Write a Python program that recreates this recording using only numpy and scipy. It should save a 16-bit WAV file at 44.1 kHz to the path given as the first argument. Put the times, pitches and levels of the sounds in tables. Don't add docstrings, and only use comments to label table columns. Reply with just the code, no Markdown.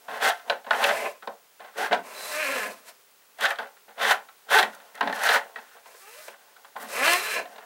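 import sys
import numpy as np
from scipy import signal
from scipy.fft import rfft, irfft, next_fast_len
from scipy.io import wavfile
from scipy.ndimage import uniform_filter1d

SR = 44100
rng = np.random.default_rng(int(sys.argv[2]) if len(sys.argv) > 2 else 0)


def to_wav(sig):
    pcm = np.clip(np.atleast_2d(sig), -1, 1) * 32767
    pcm = np.round(pcm).astype(np.int16)
    wavfile.write(sys.argv[1], SR, pcm.T)


def volts_from_db(level):
    exponent = np.asarray(level, float) / 20
    return 10 ** exponent


N = 337360
T = np.arange(N) / SR
CONTROL_T = T[::64]


def unit(x):
    return x / np.sqrt(np.mean(x ** 2))


def band(x, lo_hz, hi_hz, order=3):
    return signal.sosfilt(signal.butter(order, [lo_hz, hi_hz], "bandpass", fs=SR, output="sos"), x)


def colour(x, table):
    hz, db = np.transpose(table)
    size = next_fast_len(len(x))
    f = np.maximum(np.arange(size // 2 + 1) * SR / size, 1)
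    gain = volts_from_db(np.interp(np.log(f), np.log(hz), db))
    return irfft(rfft(x, size) * gain, size)[:len(x)]


def ring(x, modes):
    out = 0
    for k, (hz, width_hz, db) in enumerate(modes):
        out = out + (-1) ** k * volts_from_db(db) * signal.lfilter(*signal.iirpeak(hz, hz / width_hz, SR), x)
    return out


def walk(rate_hz):
    k = int(SR / rate_hz)
    return 1.147 * uniform_filter1d(np.repeat(rng.standard_normal(N // k + 1), k), k)[:N]


def slips(per_s, spread_db):
    hit = rng.random(N) < per_s / SR
    size_db = spread_db * np.minimum(rng.exponential(size=N), 4.0)
    return unit(hit * rng.standard_normal(N) * volts_from_db(size_db))


def to_audio_rate(control):
    return np.interp(T, CONTROL_T, control)


def swell(s, db, rise_s, hold_s, fall_db_s):
    rise_s, hold_s, fall_db_s = (np.reshape(v, (-1, 1)) for v in (rise_s, hold_s, fall_db_s))
    t = CONTROL_T - s[:, None]
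    rise_db = 57 * (np.minimum(t, 0) / np.maximum(rise_s, .002)) ** 2
    return volts_from_db(2 * (db[:, None] - rise_db - np.maximum(t - hold_s, 0) * fall_db_s))


# t/s at full speed, run-up/s, hold/s, level/dB, rag squeeze/dB
HAULS = [(0.132, 0.076, 0.047, -39.5, 0), (0.255, 0.096, 0.037, -26, 3), (0.758, 0.13, 0.046, -39, 4.5),
         (0.845, 0.14, 0.064, -27, -0.5), (1.795, 0.066, 0.035, -31, -1), (1.836, 0.056, 0.032, -34.5, 0.5),
         (1.936, 0.05, .01, -44, 4), (3.445, 0.094, 0.012, -30, 1), (3.49, 0.017, 0.031, -38, 2.5),
         (4.043, 0.11, 0.015, -28, -0.5), (4.104, 0.1, 0.014, -25, 5), (4.532, 0.057, 0.057, -26.5, 5.5),
         (4.57, 0.13, 0.066, -22.5, -6.5), (5.185, 0.15, 0.039, -33.5, -1), (5.296, 0.19, 0.063, -27, 4.5),
         (6.808, 0.03, 0.027, -49.5, 5.5)]


def hauls():
    s, rise_s, hold_s, db, squeeze_db = np.transpose(HAULS)
    haul = swell(s, db, rise_s, hold_s, 425)
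    wrung = swell(s, db, rise_s, hold_s, 468)
    body = haul.sum(axis=0)
    ringing = volts_from_db(2 * (2.5 + 0.97 * squeeze_db)) @ haul
    return np.array([body, ringing, volts_from_db(2 * -25.5) * body, volts_from_db(2 * (-7.5 + squeeze_db)) @ wrung])


# t/s, grip on coil/dB, rag slide/dB
WIPES = [
    [(0.93, -28.5, -40.5), (1.028, -29.5, -41.5), (1.066, -27, -42.5), (1.122, -51, -54), (1.176, -53, -78),
     (1.2, -72, -75)],
    [(2.0, -42, -58), (2.024, -56, -65), (2.05, -42.5, -50.5), (2.25, -38, -37.5), (2.478, -28.5, -38),
     (2.64, -29, -39), (2.828, -60, -62), (2.894, -44.5, -45.5), (2.96, -75, -87)],
    [(5.82, -58, -71), (5.866, -52, -57), (6.04, -58.5, -54.5), (6.06, -50, -56.5), (6.174, -49.5, -49.5),
     (6.182, -44.5, -51.5), (6.274, -52.5, -48.5), (6.284, -36.5, -46.5), (6.3, -54, -53.5)],
    [(6.87, -49, -51.5), (6.948, -27, -35), (7.018, -25, -36), (7.06, -20.5, -29), (7.146, -25, -28),
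     (7.218, -30.5, -36.5), (7.342, -26.5, -34), (7.382, -23, -40), (7.47, -57, -69)],
]


def wiped(column):
    power = 0
    for rows in map(np.array, WIPES):
        outside_s = np.maximum(np.maximum(rows[0, 0] - CONTROL_T, CONTROL_T - rows[-1, 0]), 0)
        db = np.interp(CONTROL_T, rows[:, 0], rows[:, column])
        power = power + volts_from_db(2 * (db - 402 * outside_s))
    return power


def wipes():
    held, slide = wiped(column=1), wiped(column=2)
    return np.array([held * volts_from_db(2 * -2.5), held * volts_from_db(2 * -5), held * volts_from_db(2 * -26.5), slide * volts_from_db(2 * 5)])


# t/s, level/dB, hold/s, fall/(dB/s), ring re body/dB
SHUDDERS = [(0.085, -34.5, 0.068, 200, -2.5), (0.501, -27.5, 0.0044, 295, -4.5),
            (0.67, -39, 0.011, 400, -13), (0.712, -30, 0.1, 200, -10), (1.23, -46, .005, 500, -4),
            (1.276, -33.5, 0.0039, 340, -17), (1.598, -47.5, 0.086, 300, -0.5),
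            (1.912, -24, 0.018, 292, -27), (3.588, -34, 0.02, 223, -2.5), (3.883, -51.5, 0.024, 400, -1.5),
            (3.975, -43.5, .02, 200, -13), (4.49, -40, .02, 200, 0.5), (4.947, -48.5, 0.065, 300, 2),
            (5.027, -33.5, 0.072, 200, -3), (5.562, -44.5, 0.004, 200, 1.5), (5.584, -50, 0.018, 300, -7),
            (5.751, -52, 0.015, 297, -9), (6.284, -49.5, 0.014, 151, 1), (6.758, -42, 0.11, 300, -6),
            (7.588, -49, 0.041, 200, -2)]
SETTLES = [
    (0.062, -55.5, 0.023, 200, -8),
    (0.356, -52.5, 0.034, 155, 2.5),
    (0.503, -44.5, .02, 300, -8.5),
    (1.33, -55, .01, 146, -12),
    (4.163, -42.5, 0.012, 170, -12),
    (4.685, -48.5, 0.019, 52, -3.5),
    (5.396, -42, 0.0081, 91, -8),
    (5.63, -67.5, 0.13, 100, 10.5),
    (6.414, -61.5, 0.28, 202, -2),
    (7.464, -52, 0.078, 150, -4),
]


def jolts():
    s, db, hold_s, fall_db_s, ring_db = np.transpose(SHUDDERS + SETTLES)
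    counts = [len(SHUDDERS), len(SETTLES)]
    loose = swell(s, db, np.repeat([0.0045, 0.13], counts), hold_s, fall_db_s)
    rag_db = ring_db + np.repeat([-16, -2], counts)
    body = loose.sum(axis=0)
    return np.array([body, volts_from_db(2 * ring_db) @ loose, volts_from_db(2 * -21) * body, volts_from_db(2 * rag_db) @ loose])


# t/s, level/dB, hold/s
THUMPS = [
    (1.79, -56, 0.017),
    (0.5, -57, .02),
    (4.11, -56, 0.016),
    (1.915, -38.5, 0.02),
    (2.665, -50.5, 0.025),
    (4.61, -43.5, 0.022),
    (5.025, -41, 0.076),
    (6.805, -54, 0.11),
    (7.41, -56, 0.025),
]


def thumps():
    s, db, hold_s = np.transpose(THUMPS)
    return swell(s, db, 0.022, hold_s, 208).sum(axis=0)


def contact():
    power = hauls() + jolts() + wipes()
    power[2] += thumps()
    return [to_audio_rate(10 * np.log10(p + 1e-12)) for p in power]


# f/Hz, width/Hz, level/dB
PIPE = [(460.7, 39, -6), (557.5, 24.8, -1), (705, 60, -2.5), (783.6, 41, 0), (898, 116, -4),
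        (1080, 65, -2.5), (1457, 265, -0.5), (1715, 193, 1.5), (1826, 172, 0.5), (2140, 170, -1),
        (2210, 320, -5.5), (2698, 66, -7), (2760, 260, -15), (3590, 2300, -17.5)]
# f/Hz, width/Hz, level/dB
GRIP = [(420, 173, -7.5), (527, 20.6, 3.5), (636, 103, -3), (952, 110, -6), (1025, 46, 0), (1320, 240, -1),
        (1313, 290, 0), (1730, 143, -1), (2015, 81, -0.5), (2410, 390, -2), (2770, 81, -1.5),
        (2970, 110, -11)]
# f/Hz, width/Hz, level/dB
COIL = [(3640, 29, -23), (4600, 110, 0), (5040, 78, -7.5), (5530, 70, 4), (6275, 60, -3), (8100, 65, 5),
        (8930, 60, -5), (9200, 85, 2), (10770, 92, -16.5), (11400, 100, 3.5), (12600, 80, -16),
        (13100, 200, 0)]
# f/Hz, level/(dB per Hz)
RAG_FAST = [(1650, -20), (2800, 1), (3690, -6.5), (4520, -8), (5530, -7), (6120, -6.5), (6680, -9),
            (9310, -9), (14600, -13), (15800, -15)]
# f/Hz, level/(dB per Hz)
RAG_SLOW = [(1650, -2), (2800, -16), (3200, -15.5), (4200, -10), (6200, -14), (8200, -11.5), (11500, -15.5),
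            (15800, -20)]


def rub(grip, distinct, turns):
    body_db, *others = contact()
    ring_db, thud_db, rag_db = others - body_db
    inside = sum(1. * (T > rows[0][0]) * (T < rows[-1][0]) for rows in WIPES)
    wipe = uniform_filter1d(inside, size=SR // 30)
    haul = 1 - wipe
    rake = slips(3500, 1.4) * volts_from_db(walk(45) + .7 * walk(21))
    drag = slips(6000, 0.31) * volts_from_db(walk(40)) * (1 + 1.42 * grip * turns)
    taps = np.exp(25 * (turns - 1)) * volts_from_db(4 * walk(150))
    drag += .5 * distinct * unit(band(taps, 1300, 7000))
    steel = haul * unit(ring(rake, PIPE)) + wipe * unit(ring(drag, GRIP))

    fibres = 0.34 * (haul * rake + wipe * drag) + rng.standard_normal(N)
    fibres *= volts_from_db((2.0 - 0.61 * wipe) * walk(70))
    slow_rag = unit(colour(fibres, RAG_SLOW)) + volts_from_db(-9) * unit(ring(fibres, COIL))
    rag = haul * unit(colour(fibres, RAG_FAST)) + wipe * slow_rag

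    layers = volts_from_db(-11 * grip) * unit(band(steel, 392, 1010))
    layers += volts_from_db(ring_db) * unit(band(steel, 1190, 4500))
    layers += volts_from_db(thud_db - 8.4 * grip) * unit(band(rake, 200.4, 286, order=2))
    layers += volts_from_db(rag_db) * band(rag, 1760, 22000, order=2)
    layers += volts_from_db(-37 + 4.2 * wipe) * unit(band(fibres, 64, 205, order=1))
    return volts_from_db(body_db - 2.0) * layers


# t/s, rate/Hz, buzz level/dB
BUZZES = [
    [(2.3, 285, -46), (2.41, 314, -38.5), (2.455, 283, -44), (2.487, 267, -35.5), (2.518, 277, -34.5),
     (2.538, 275, -48), (2.558, 264, -33.5), (2.6, 222, -44), (2.68, 190, -52)],
    [(4.535, 345, -27), (4.556, 406, -21), (4.566, 444, -20), (4.58, 445, -26), (4.6, 350, -22),
     (4.615, 390, -31), (4.635, 425, -30)],
    [(5.99, 375, -62), (6.04, 390, -58), (6.068, 412, -53.5), (6.128, 480, -56), (6.152, 490, -55),
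     (6.168, 600, -55), (6.19, 620, -49), (6.25, 625, -59)],
    [(6.92, 175, -53), (6.992, 248, -39.5), (7.022, 268, -31.5), (7.04, 285, -40), (7.078, 332, -28),
     (7.16, 365, -30.5), (7.2, 400, -47), (7.3, 440, -44), (7.41, 270, -50)],
]
# f/Hz, level/dB
BUZZ_COLOUR = [(200, -10.5), (330, -9.5), (560, 4), (760, -5.5), (1100, -9), (1600, -24), (2500, -30)]
BUZZ_GRIP_DB = [
    (-2, 0, -5, -5, -3, 2),
    (-5, 5, -6, 4, 0, 0),
    (-2, 3, 9, 12, 15, 15),
    (-2, 0, 4, 8, 12, 16),
]


def buzz():
    s, rate_hz, db = np.concatenate(BUZZES).T
    rate_hz, db = np.interp(T, s, rate_hz), np.interp(T, s, db)
    phase = 2 * np.pi * np.cumsum(rate_hz * (1 + .005 * walk(90))) / SR
    hz, colour_db = np.transpose(BUZZ_COLOUR)
    grip_db = np.repeat(BUZZ_GRIP_DB, [len(rows) for rows in BUZZES], axis=0).T
    stack = 0
    for k, partial_db in enumerate(grip_db, start=1):
        level_db = db + np.interp(T, s, partial_db) + np.interp(np.log(k * rate_hz), np.log(hz), colour_db)
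        flicker_db = (.3 + .6 * k) * walk(60)
        stack = stack + volts_from_db(level_db + flicker_db) * np.sin(k * phase)
    grip = 0
    for rows in BUZZES:
        start, end = rows[0][0], rows[-1][0]
        grip = grip + np.clip(np.minimum(T - start, end - T) / (.15 * (end - start)), 0, 1)
    distinct = grip * np.clip((410 - rate_hz) / 50, 0, 1)
    return np.sqrt(2) * grip * stack, grip, distinct, np.cos(phase)


# t/s, peak/dB, f/Hz, snap re peak/dB, treble re peak/dB
BLOWS = [(0.498, -13, 805, 3, -22), (0.5015, -12, 1510, -8, -34), (1.9285, -7, 750, -5, -29),
         (0.7077, -6, 892, -8, -28), (0.7098, -8.5, 1460, -13, -32), (0.732, -13.5, 1600, -20, -33),
         (0.747, -18, 850, -15, -27), (1.274, -19, 895, -10, -28), (3.557, -28, 1690, -4, -20),
         (3.5869, -18.5, 1500, -6.5, -25), (5.0085, -8, 980, -14, -27), (5.0104, -11, 1630, -14, -24),
         (5.028, -18.5, 840, -9, -32), (5.074, -13, 895, -8.5, -32), (5.1265, -17, 1800, -8, -18),
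         (5.097, -17, 850, -16, -30), (5.559, -21, 1880, -17, -31), (6.7635, -22.5, 1060, -15, -28)]
SNAGS = [(0.829, -14.5, 1500, -2, -22), (0.839, -10.5, 2660, -2, -13), (0.889, -8.5, 1570, -6.5, -24),
         (1.909, -18, 447, -30, -34), (1.918, -11.5, 700, -20, -33), (7.055, -17, 1750, -6, -11),
         (7.075, -10.5, 1060, -4, -16), (7.132, -15, 2000, -1, -2), (4.626, -11, 1900, -2, -18),
         (0.877, -21, 900, -13, -22), (1.941, -14.5, 555, -18, -37), (3.407, -20, 1700, -2, -9.5),
         (3.452, -8, 1770, -3, -22), (3.504, -13, 1650, -18, -18), (4.046, -10, 1780, -12, -21),
         (4.108, -6.5, 790, -5, -15.5), (4.544, -12, 1540, -22, -28), (4.585, -6, 1700, -2, -17),
         (4.594, -8, 690, -6, -17), (4.511, -17, 940, -8, -20), (4.523, -16, 1640, -8, -20),
         (.229, -14, 1410, -10, -22), (.296, -12, 800, -6, -20), (3.421, -19, 1760, -8, -20),
         (3.436, -13, 1470, -8, -20), (4.029, -14, 1770, -8, -20), (4.097, -10, 1800, -8, -20),
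         (5.267, -13, 1630, -8, -20), (.842, -15, 750, -15, -30), (5.315, -12, 1520, -10, -22),
         (5.288, -5.5, 1720, -4.5, -21), (5.343, -14.5, 1490, -18, -16), (5.159, -27, 925, -22, -7),
         (5.234, -16.5, 1980, -18, -7.5)]
# t/s, peak/dB, f/Hz, treble re peak/dB
TAPS = [(0.082, -30, 710, -27), (0.396, -33, 666, -24), (0.645, -33, 700, -30), (0.665, -29, 1000, -28),
        (0.479, -33, 880, -20), (1.224, -33, 1340, -24), (1.603, -33, 705, -24), (1.646, -34.5, 656, -30),
        (3.219, -54, 2010, -17), (3.386, -30, 724, -8), (3.768, -41.5, 1460, -16), (3.888, -43, 1570, -27),
        (3.98, -27, 730, -23), (4.287, -33.5, 1530, -29), (4.487, -30, 1570, -21), (4.749, -38, 1300, 3),
        (4.801, -37.5, 1610, -24), (4.953, -34, 1910, 0), (4.977, -30, 1700, -24), (3.671, -38, 1490, -18),
        (5.585, -32.5, 920, -28), (5.766, -41, 1130, -20), (5.859, -37, 780, -19), (5.944, -38.5, 470, -16),
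        (6.282, -28, 680, -15), (6.564, -38, 1450, -24), (6.647, -34.5, 1050, -30),
        (7.455, -30.5, 705, -29), (7.559, -32, 700, -30), (3.396, -45, 3300, -10), (3.994, -28, 3570, -16),
        (4.006, -24, 1800, -23), (4.7316, -37, 1510, -20), (6.3375, -43, 2100, -20),
        (1.7514, -41, 1510, -18), (1.737, -42, 1520, -20), (6.8997, -34, 1210, -17),
        (0.1136, -27, 1520, -24), (7.5817, -29.5, 900, -15)]
CONTACT = [3.5, 0, 3.5]
OWN_WIDTH_HZ = [86, 134, 160]


def knocks():
    taps = [(s, db, hz, -8, treble_db) for s, db, hz, treble_db in TAPS]
    s, db, hz, snap_db, treble_db = np.transpose(BLOWS + SNAGS + taps)
    counts = [len(BLOWS), len(SNAGS), len(TAPS)]
    t60_s = np.repeat([0.024, 0.04, 0.032], counts)[:, None]
    t = T[:SR // 11]
    rattle = rng.standard_normal((len(s), len(t))) * np.exp(-np.log(1000) * t / t60_s)
    rattle *= 1 - np.exp(-t / (60 * t60_s ** 3))
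    rattle[:, 8] += np.repeat(CONTACT, counts)
    width_hz = np.repeat(OWN_WIDTH_HZ, counts)
    own = np.array([unit(ring(x, [(f, w, 0)])) for x, f, w in zip(rattle, hz, width_hz)])
    pipe = ring(rattle, PIPE)
    body = band(pipe / pipe.std(axis=1, keepdims=True) + 1.07 * own, 450, 2940, order=2)
    snap = band(rattle, 1420, 3860, order=4)
    crack = band(rattle * np.exp(-t / .004), 5200, 12600, order=2)
    hits = 0
    for part, peak_db in (body, db - 2.5), (snap, db + snap_db - 1.0), (crack, db + treble_db + 1.5):
        hits = hits + volts_from_db(peak_db)[:, None] * part / np.abs(part).max(axis=1, keepdims=True)
    out = np.zeros(N + len(t))
    for i, hit in zip((s * SR).astype(int), hits):
        out[i:i + len(t)] += hit
    return out[:N]


def steady(x):
    return unit(x / (uniform_filter1d(np.abs(x), size=SR // 100) + 1e-9) ** .6)


# t/s, hold/s, f/Hz, width/Hz, level/dB
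SINGS = [(.24, .06, 3340, 400, -38), (1.813, 0.041, 1580, 200, -36.5), (2.174, 0.41, 4020, 90, -48),
         (2.344, 0.32, 1725, 89, -40), (2.39, 0.14, 2360, 149, -38), (3.428, 0.027, 3360, 300, -33.5),
         (4.028, 0.071, 3500, 400, -34.5), (4.528, 0.054, 3400, 400, -33), (.24, .028, 1470, 80, -29),
         (1.79, .05, 450, 70, -39), (1.925, .015, 450, 80, -32), (.508, .03, 570, 60, -39),
         (2.56, .015, 1030, 60, -37), (.242, .035, 810, 70, -27), (.9, .04, 590, 50, -30),
         (1.035, .045, 610, 50, -36), (.98, .025, 2070, 60, -38), (3.44, .022, 1470, 80, -27),
         (1.932, .014, 1520, 100, -29), (1.81, .02, 720, 70, -33), (5.35, .02, 870, 90, -30),
         (4.545, .012, 1530, 90, -24), (5.263, 0.066, 3640, 400, -40), (7.06, 0.09, 4130, 90, -37),
         (7.18, .2, 4020, 70, -43.5), (7.27, 0.13, 1670, 100, -38.5), (7.325, 0.032, 2470, 150, -39),
         (7.045, .11, 2800, 500, -31.5), (0.514, .03, 1480, 90, -49), (2.058, 0.083, 1020, 80, -51.5),
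         (7.365, 0.035, 530, 140, -39), (5.277, 0.073, 1630, 250, -25.5)]
# t/s, level/dB, hold/s
FLICKS = [
    (6.774, -49.5, 0.013),
    (6.808, -45, .04),
    (6.865, -58, .005),
    (7.05, -50, 0.0068),
    (7.135, -42, .008),
    (5.964, -56.5, 0.296),
]


def sing():
    s, hold_s, hz, width_hz, db = np.transpose(SINGS)
    gains = np.sqrt(swell(s, db, np.minimum(0.065, 1.5 * hold_s), hold_s, 420))
    fine = slips(5000, 2.0) * volts_from_db(2.0 * walk(60))
    out = sum(to_audio_rate(g) * steady(ring(fine, [(f, w, 0)])) for g, f, w in zip(gains, hz, width_hz))
    s, db, hold_s = np.transpose(FLICKS)
    flick = np.sqrt(swell(s, db, .02, hold_s, 700).sum(axis=0))
    breath = unit(band(fine, 6000, 20000, order=1))
    return band(out, 300, 9000, order=2) + to_audio_rate(flick) * breath


def echoes():
    t = T[:SR // 2]
    t60_s, treble_t60_s = 0.19, 0.044
    low = band(rng.standard_normal(len(t)), 118, 1960, order=1) * np.exp(-np.log(1000) * t / t60_s)
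    high = band(rng.standard_normal(len(t)), 2200, 17000, order=1) * np.exp(-np.log(1000) * t / treble_t60_s)
    return (low + high) * np.minimum(t / 0.0076, 1) / np.sqrt(np.sum(low ** 2))


def room(x, count=3):
    share = np.cos(np.pi * (T / 2.49 - np.arange(count)[:, None] / count)) ** 2
    return sum(signal.oaconvolve(x * g, echoes())[:N] for g in share)


# f/Hz, level/(dB per Hz)
HISS = [(15, -53), (25, -13), (55, -19), (157, -13), (211, -10), (333, -8), (414, 1), (691, -2.5),
        (812, -1.5), (1180, -0.5), (3680, -5.5), (13400, -8.5), (15800, -3.5)]
# f/Hz, level/dB
WHINE = [
    (15735, -70),
]


def camera():
    hiss = volts_from_db(-56.5 + .5 * walk(6)) * unit(colour(rng.standard_normal(N), HISS))
    throb = 1 + .6 * np.cos(2 * np.pi * 12.88 * (T - .027))
    whine = sum(np.sqrt(2) * volts_from_db(db) * np.sin(2 * np.pi * hz * T) for hz, db in WHINE)
    return hiss + whine * throb


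def scene():
    tone, *turns = buzz()
    cable = rub(*turns) + knocks() + tone + sing()
    mono = cable + volts_from_db(-13.5) * room(cable) + camera()
    return np.array([mono, mono])


def band_limit(x):
    return signal.sosfilt(signal.butter(12, 16480, fs=SR, output="sos"), x)


def record(dry):
    top_hz = 15800
    rounded = np.tanh(.8 * dry[0]) / .8
    cut = colour(rounded, [(20, 0), (top_hz, 0), (top_hz + 130, -60), (top_hz + 300, -90)])
    return band_limit(np.array([cut, cut]))


dry = scene()
out = record(dry)
to_wav(out)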